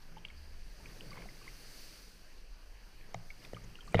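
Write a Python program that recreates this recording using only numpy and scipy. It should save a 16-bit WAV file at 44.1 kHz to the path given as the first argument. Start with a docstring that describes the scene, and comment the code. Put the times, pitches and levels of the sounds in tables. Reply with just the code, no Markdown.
"""Seawater heaves in a sea cave, heard from a camera in a waterproof housing on a pole above the surface.
Over a steady wash and a low rumble, spray crackles, the swell booms in the rock and drops plink
close by, each leaving a ringing bubble. Around 1 s a surge laps and sloshes at the rock, then drains
as fizzing foam, loudest near 1.8 s. From 3.1 s the lapping returns and water slaps the housing,
lightly at first and hard just before 4 s, setting the pole ringing. The walls echo the close sounds."""
import sys
import numpy as np
from scipy import signal
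from scipy.fft import rfft, irfft
from scipy.io import wavfile
from scipy.ndimage import uniform_filter1d

SR = 44100
rng = np.random.default_rng(int(sys.argv[2]) if len(sys.argv) > 2 else 0)


def put_to_file(sound):
    """Save the sound as 16-bit audio at rate SR, in the file named by the first command-line argument."""
    columns = np.atleast_2d(sound).T  # one column per channel
    safe = np.clip(columns, -1, 1)
    whole_steps = np.round(safe * 32767)
    wavfile.write(sys.argv[1], SR, whole_steps.astype(np.int16))


N = 176400


def undb(db):
    return 10 ** (np.asarray(db) / 20)


def unit_rms(x):
    return x / np.sqrt(np.mean(x ** 2) + 1e-20)


def unit_peak(x):
    return x / (np.abs(x).max() + 1e-20)


def gain_curve(rows):
    """Gain along (t/s, level/dB) points."""
    return undb(np.interp(np.arange(N) / SR, *np.array(rows).T))


def arch(start_s, length_s):
    """Half-sine envelope."""
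    return np.sin(np.pi * np.clip((np.arange(N) / SR - start_s) / length_s, 0, 1))


def decay(t, t60_s):
    return np.exp(-np.log(1000) * t / t60_s)


def add(out, start_s, x):
    i = int(np.clip(start_s * SR, 0, N - 1))
    out[i:i + len(x)] += x[:N - i]


def colour(x, spectrum):
    """Filter by (f/Hz, level/dB) points, rolled off below the lowest; rms 1."""
    hz, db = np.array(spectrum).T
    f = np.fft.rfftfreq(N, 1 / SR) + 1e-3
    gain = undb(np.interp(np.log(f), np.log(hz), db))
    low_cut = np.minimum(f / hz[0], 1) ** 2
    return unit_rms(irfft(rfft(x) * gain * low_cut, N))


def lowpass(x, hz):
    return signal.sosfilt(signal.butter(2, hz, fs=SR, output="sos"), x)


def band(x, hz, width_hz):
    """Gaussian band-pass; rms 1."""
    f = np.fft.rfftfreq(N, 1 / SR)
    bell = np.exp(-.5 * ((f - hz) / width_hz * 2) ** 2)
    return unit_rms(irfft(rfft(x) * bell, N))


def wander(rate_hz):
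    """Smoothed random steps; rms 1."""
    hold = int(SR / rate_hz)
    steps = rng.standard_normal(1024)
    return unit_rms(uniform_filter1d(steps[np.arange(N) // hold % len(steps)], hold))


def churn(flicker_db, rate_hz):
    """White noise in 14 independently flickering bands."""
    spectrum = rfft(rng.standard_normal(N))
    band_of_bin = np.digitize(np.fft.rfftfreq(N, 1 / SR), np.geomspace(120, 10000, 13))
    bands = (irfft(spectrum * (band_of_bin == k), N) for k in range(14))
    return sum(noise * undb(flicker_db * wander(rate_hz)) for noise in bands)


def ring(hz, t60_s, rise_cycles, glide_per_s=0.):
    """Damped sine with soft onset and optional glide; peak 1."""
    t = np.arange(int(max(t60_s, .002) * SR * 2)) / SR
    onset = 1 - np.exp(-(t * hz / rise_cycles) ** 2)
    phase = 2 * np.pi * hz * t * (1 + glide_per_s * t / 2)
    return unit_peak(onset * decay(t, t60_s) * np.sin(phase))


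def burst(t60_s):
    """Decaying noise; peak 1."""
    t = np.arange(SR // 10) / SR
    return unit_peak(rng.standard_normal(len(t)) * decay(t, t60_s))


def bubbles(per_s, low_hz, high_hz, t60_cycles, spread_db, max_count):
    """Random swarm of bubbles, each rising in pitch as it fades."""
    out = np.zeros(N)
    for when, pitch, faintness, life in rng.random((max_count, 4))[:int(per_s * N / SR)]:
        hz = low_hz * (high_hz / low_hz) ** pitch
        t60_s = t60_cycles * (.5 + life) / hz
        gain = hz * undb(-spread_db * np.log(faintness + 0.012))
        add(out, when * N / SR, gain * ring(hz, t60_s, rise_cycles=1, glide_per_s=0.11 / t60_s))
    return out


def pops(per_s, spread_db):
    """Random clicks of uneven size."""
    clicks = (rng.random(N) < per_s / SR) * rng.choice([-1, 1], N)
    return clicks * undb(spread_db * np.minimum(rng.exponential(size=N), 4))


# wash spectrum: f/Hz, relative level/dB
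WASH_SPECTRUM = [(60, 2), (85, -7.5), (115, -5), (145, -21), (175, -7.5), (230, -11), (450, -12.5),
                 (800, -15.5), (1350, -16), (1680, -10.5), (2000, -16.5), (2800, -14.5), (3600, -24.5),
                 (4600, -15), (5300, -24), (6100, -22.5), (7100, -33), (9700, -32), (11200, -36.5),
                 (12700, -29), (15000, -44)]


def wash():
    """Distant water churns steadily."""
    return undb(-63.5) * colour(churn(flicker_db=2.05, rate_hz=12), WASH_SPECTRUM)


# rumble envelope: t/s, level/dB
RUMBLE_ENVELOPE = [(0, -76), (.5, -53), (1.45, -55), (1.7, -60), (2.45, -57), (2.62, -47.5), (3, -59.5),
                   (4, -51.5)]


def rumble():
    """Heaving water: a swelling low noise band over a steady deeper one."""
    swelling = gain_curve(RUMBLE_ENVELOPE) * band(rng.standard_normal(N), hz=34.4, width_hz=19.3)
    heave = undb(-51.5) * band(rng.standard_normal(N), hz=16.4, width_hz=5.5)
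    return swelling + heave


# lapping spectrum: f/Hz, relative level/dB
LAP_SPECTRUM = [(70, -12), (115, 9.5), (145, 5.5), (175, 5), (260, -4.5), (450, -4), (800, -13),
                (1150, -14), (1600, -14.5), (2200, -15), (3500, -23.5), (7000, -60)]
# lapping envelope: t/s, level/dB
LAP_ENVELOPE = [(0, -72), (.12, -60.5), (.35, -67), (.7, -67.5), (.9, -58.5), (1.08, -56), (1.19, -52.5),
                (1.33, -62), (1.6, -64.5), (1.85, -68), (2.2, -72.5), (2.8, -79), (3.1, -61), (3.3, -69.5),
                (3.45, -60), (3.65, -60), (3.8, -66), (4, -47.5)]


def lapping():
    """The surge churns against the rock and gurgles with bubbles."""
    gurgle = bubbles(per_s=260, low_hz=195, high_hz=3110, t60_cycles=15, spread_db=4, max_count=3000)
    water = churn(flicker_db=-1.5, rate_hz=22)
    surge = colour(water, LAP_SPECTRUM) + undb(-7) * colour(gurgle, LAP_SPECTRUM)
    return gain_curve(LAP_ENVELOPE) * surge


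# foam spectrum: f/Hz, relative level/dB
FOAM_SPECTRUM = [(300, -3), (1000, -14), (1700, -8.5), (2800, -8.5), (3500, -13.5), (4150, -6.5),
                 (4620, -0.5), (5250, -6.5), (6100, -7), (7100, -15.5), (9700, -12.5), (11200, -17.5),
                 (12700, -15.5), (15000, -19)]
# foam envelope: t/s, level/dB
FOAM_ENVELOPE = [(0, -69.5), (.25, -72), (.4, -67.5), (.65, -68), (.9, -61.5), (1.15, -61.5), (1.35, -61.5),
                 (1.6, -58.5), (1.82, -55.5), (2, -59), (2.2, -65), (2.5, -71), (3.2, -68), (3.45, -64.5),
                 (3.75, -67.5), (4, -65.5)]


def foam():
    """Foam hisses and fizzes as the water drains."""
    hiss = colour(churn(flicker_db=0.46, rate_hz=18), FOAM_SPECTRUM)
    fizz = colour(pops(per_s=3000, spread_db=2.6), FOAM_SPECTRUM)
    return gain_curve(FOAM_ENVELOPE) * (hiss + undb(-8.5) * fizz)


# spray patches: t/s, length/s, centre f/Hz, width/Hz, level/dB
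SPRAY_PATCHES = [(0.013, 0.027, 4800, 2500, -66.5), (.31, 0.23, 4700, 700, -67.5),
                 (3.1425, 0.0048, 6160, 1800, -53), (3.37, 0.13, 4800, 1300, -65),
                 (3.426, .045, 10500, 6000, -72), (3.53, 0.007, 7000, 3500, -63),
                 (3.638, 0.014, 6240, 1800, -63.5), (3.828, 0.12, 7500, 3000, -70.5),
                 (3.921, 0.0064, 8340, 2500, -60), (3.943, 0.0054, 7300, 1100, -56)]


def spray():
    """Fine spray crackles as tiny droplets land."""
    droplets = pops(per_s=1500, spread_db=5)
    return sum(undb(db) * arch(start_s, length_s) * band(droplets, hz, width_hz)
               for start_s, length_s, hz, width_hz, db in SPRAY_PATCHES)


def cave_echo(x):
    """The rock walls return a dull, diffuse tail."""
    t = np.arange(SR) / SR
    onset = np.minimum(t / 0.013, 1)
    tail = lowpass(rng.standard_normal(SR), hz=3000) * decay(t, t60_s=1) * onset
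    return signal.fftconvolve(x, tail / np.sqrt(np.sum(tail ** 2)))[:N]


# swell booms: t/s, length/s, f/Hz, level/dB
SWELL_BOOMS = [(.03, 0.29, 164.8, -56.5), (0.285, 0.43, 71.5, -49), (0.738, 0.19, 68.5, -52.5)]


def booms(attack_s=0.098):
    """The swell sounds low, hollow tones in the rock."""
    out = np.zeros(N)
    for start_s, length_s, hz, db in SWELL_BOOMS:
        t = np.arange(int(length_s * SR)) / SR
        onset = np.minimum(t / attack_s, 1)
        fade = np.sin(np.pi / 2 * np.minimum(1.06 * (1 - t / length_s), 1))
        add(out, start_s, undb(db) * onset * fade * np.sin(2 * np.pi * hz * t))
    return out


# close drops: t/s, bubble f/Hz, level/dB, t60/s
CLOSE_DROPS = [(0.1669, 864, -44, 0.044), (0.172, 3000, -53, 0.0088), (.182, 3100, -50.5, 0.011),
               (0.2481, 2240, -43, 0.025), (0.2502, 2780, -39, 0.019), (0.2504, 3200, -44, 0.016),
               (.2848, 3270, -48, 0.0097), (.3015, 2200, -45, 0.021), (0.799, 887, -56, 0.078),
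               (.858, 2380, -42, .009), (1.008, 2900, -40.5, 0.0057), (1.1065, 4680, -43, 0.016),
               (1.115, 1150, -48, 0.049), (1.13, 2200, -46, 0.022), (1.172, 1050, -42, 0.0084),
               (1.178, 2150, -49, .04), (1.206, 665, -53, 0.024), (1.22, 2250, -48, 0.016),
               (1.256, 724, -48, 0.023), (1.287, 2030, -47.5, .03), (1.413, 1135, -54, 0.039),
               (1.466, 1060, -54, .05), (1.478, 2070, -42.5, 0.024), (1.4857, 2300, -47.5, 0.016),
               (3.01, 2400, -52.5, 0.015), (3.303, 2214, -39.5, 0.029), (3.427, 2900, -53, 0.0079),
               (3.448, 2450, -45.5, .014), (3.45, 3600, -48, .012), (3.546, 3060, -44, 0.01),
               (3.567, 1213, -42.5, 0.03), (3.5644, 2180, -48.5, 0.0082), (3.7541, 2840, -43.5, 0.0099),
               (3.787, 1420, -48.5, 0.036), (3.8069, 3140, -46, 0.031), (3.876, 1170, -48, 0.056),
               (3.879, 4300, -51, .015), (3.927, 2390, -50, 0.036), (3.953, 3000, -31, 0.0086),
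               (3.957, 3750, -40, 0.011), (3.983, 2330, -35, 0.022)]


def drops():
    """Each drop splats on the surface and leaves a ringing bubble; the level wobbles."""
    out = np.zeros(N)
    wobble = 1 + 0.26 * unit_rms(lowpass(rng.standard_normal(N), hz=350))
    for start_s, hz, db, t60_s in CLOSE_DROPS:
        bubble = ring(hz, t60_s, rise_cycles=2.4, glide_per_s=1.1)
        splat = 0.24 * unit_peak(lowpass(burst(t60_s=0.049), 1.25 * hz))
        add(out, start_s, undb(db) * bubble)
        add(out, start_s, undb(db) * splat)
    return out * wobble


# slosh spectrum: f/Hz, relative level/dB
SLOSH_SPECTRUM = [(300, 9), (650, -5.5), (1150, -0.5), (1600, -5.5), (2150, 3.5), (2800, -14.5), (3600, 2),
                  (6000, -30)]
# sloshes: t/s, length/s, level/dB
ROCK_SLOSHES = [(.82, .14, -64.5), (1.091, 0.18, -59.5), (3.404, .08, -61.5), (3.969, 0.083, -37)]


def sloshes():
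    """Water sloshing on the rock releases crowds of short-lived bubbles."""
    crowd = bubbles(per_s=950, low_hz=425, high_hz=3000, t60_cycles=8, spread_db=0.5, max_count=4000)
    envelope = sum(undb(db) * arch(start_s, length_s) for start_s, length_s, db in ROCK_SLOSHES)
    return envelope * colour(crowd, SLOSH_SPECTRUM)


# housing shell modes: f/Hz, relative level/dB, t60/s
SHELL_MODES = [(1300, -2.5, 0.012), (2061, 6, 0.01), (2900, -6, 0.018), (3800, -2, 0.015), (4400, -19, .01),
               (6000, -21, 0.0061), (7000, -6, 0.0055)]


def shell_clack(cutoff_hz):
    """A splat plus the shell's modes, randomly detuned per hit; peak 1."""
    clack = undb(7.5) * burst(t60_s=0.015)
    for k, (hz, db, t60_s) in enumerate(SHELL_MODES):
        detune = 1 + 0.045 * rng.standard_normal()
        mode = ring(hz * detune, t60_s, rise_cycles=1.8)
        clack[:len(mode)] += (-1) ** k * undb(db) * mode
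    return unit_peak(lowpass(clack, cutoff_hz))


# slaps: t/s, pocket f/Hz, pocket level/dB, pocket t60/s,
# shell level/dB, shell cutoff f/Hz, thud level/dB, pole level/dB
HOUSING_SLAPS = [(3.1447, 727, -29.5, 0.016, -33, 4130, -47, -46),
                 (3.533, 513, -32, 0.0098, -47.5, 2000, -39.5, -48.5),
                 (3.643, 920, -59, .02, -53, 8000, -46, -53.5),
                 (3.9444, 660, -15.5, 0.012, -19.5, 2730, -32.5, -39.5),
                 (3.95, 470, -22, .06, -29, 1500, -16.5, -33),
                 (3.9705, 603, -53, 0.016, -35.5, 3800, -47, -30),
                 (3.981, 595, -50, 0.029, -43, 3500, -50, -34),
                 (3.9928, 636, -14.5, 0.011, -18.5, 3100, -23.5, -45)]
# pole modes: f/Hz, relative level/dB, t60/s
POLE_MODES = [(110.4, -0.28, 0.37), (168.5, -2, 0.35)]


def slaps(rebound_s=0.01503, rebound_db=-5):
    """Water hits: the shell clacks, trapped air rings, the camera thuds and rebounds, the pole hums."""
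    out = np.zeros(N)
    for start_s, pocket_hz, pocket_db, t60_s, shell_db, cutoff_hz, thud_db, pole_db in HOUSING_SLAPS:
        add(out, start_s, undb(shell_db) * shell_clack(cutoff_hz))
        add(out, start_s, -undb(pocket_db) * ring(pocket_hz, t60_s, rise_cycles=0.54))
        thud = undb(thud_db) * ring(hz=111, t60_s=0.024, rise_cycles=.2)
        add(out, start_s, -thud)
        add(out, start_s + rebound_s, undb(rebound_db) * thud)
        for hz, db, mode_t60_s in POLE_MODES:
            add(out, start_s, -undb(pole_db + db) * ring(hz, mode_t60_s, rise_cycles=1))
    return out


def scene():
    """Close sounds and their echo over the moving water; mono."""
    close = drops() + slaps() + sloshes() + spray()
    echo = undb(-23.5) * cave_echo(close)
    water = lapping() + foam() + wash() + rumble() + booms()
    return (close + echo + water)[None]


def record(dry):
    """Steep treble cut."""
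    cutoff_hz = 15300
    return signal.sosfilt(signal.ellip(10, .2, 70, cutoff_hz, fs=SR, output="sos"), dry)


dry = scene()
out = record(dry)
put_to_file(out)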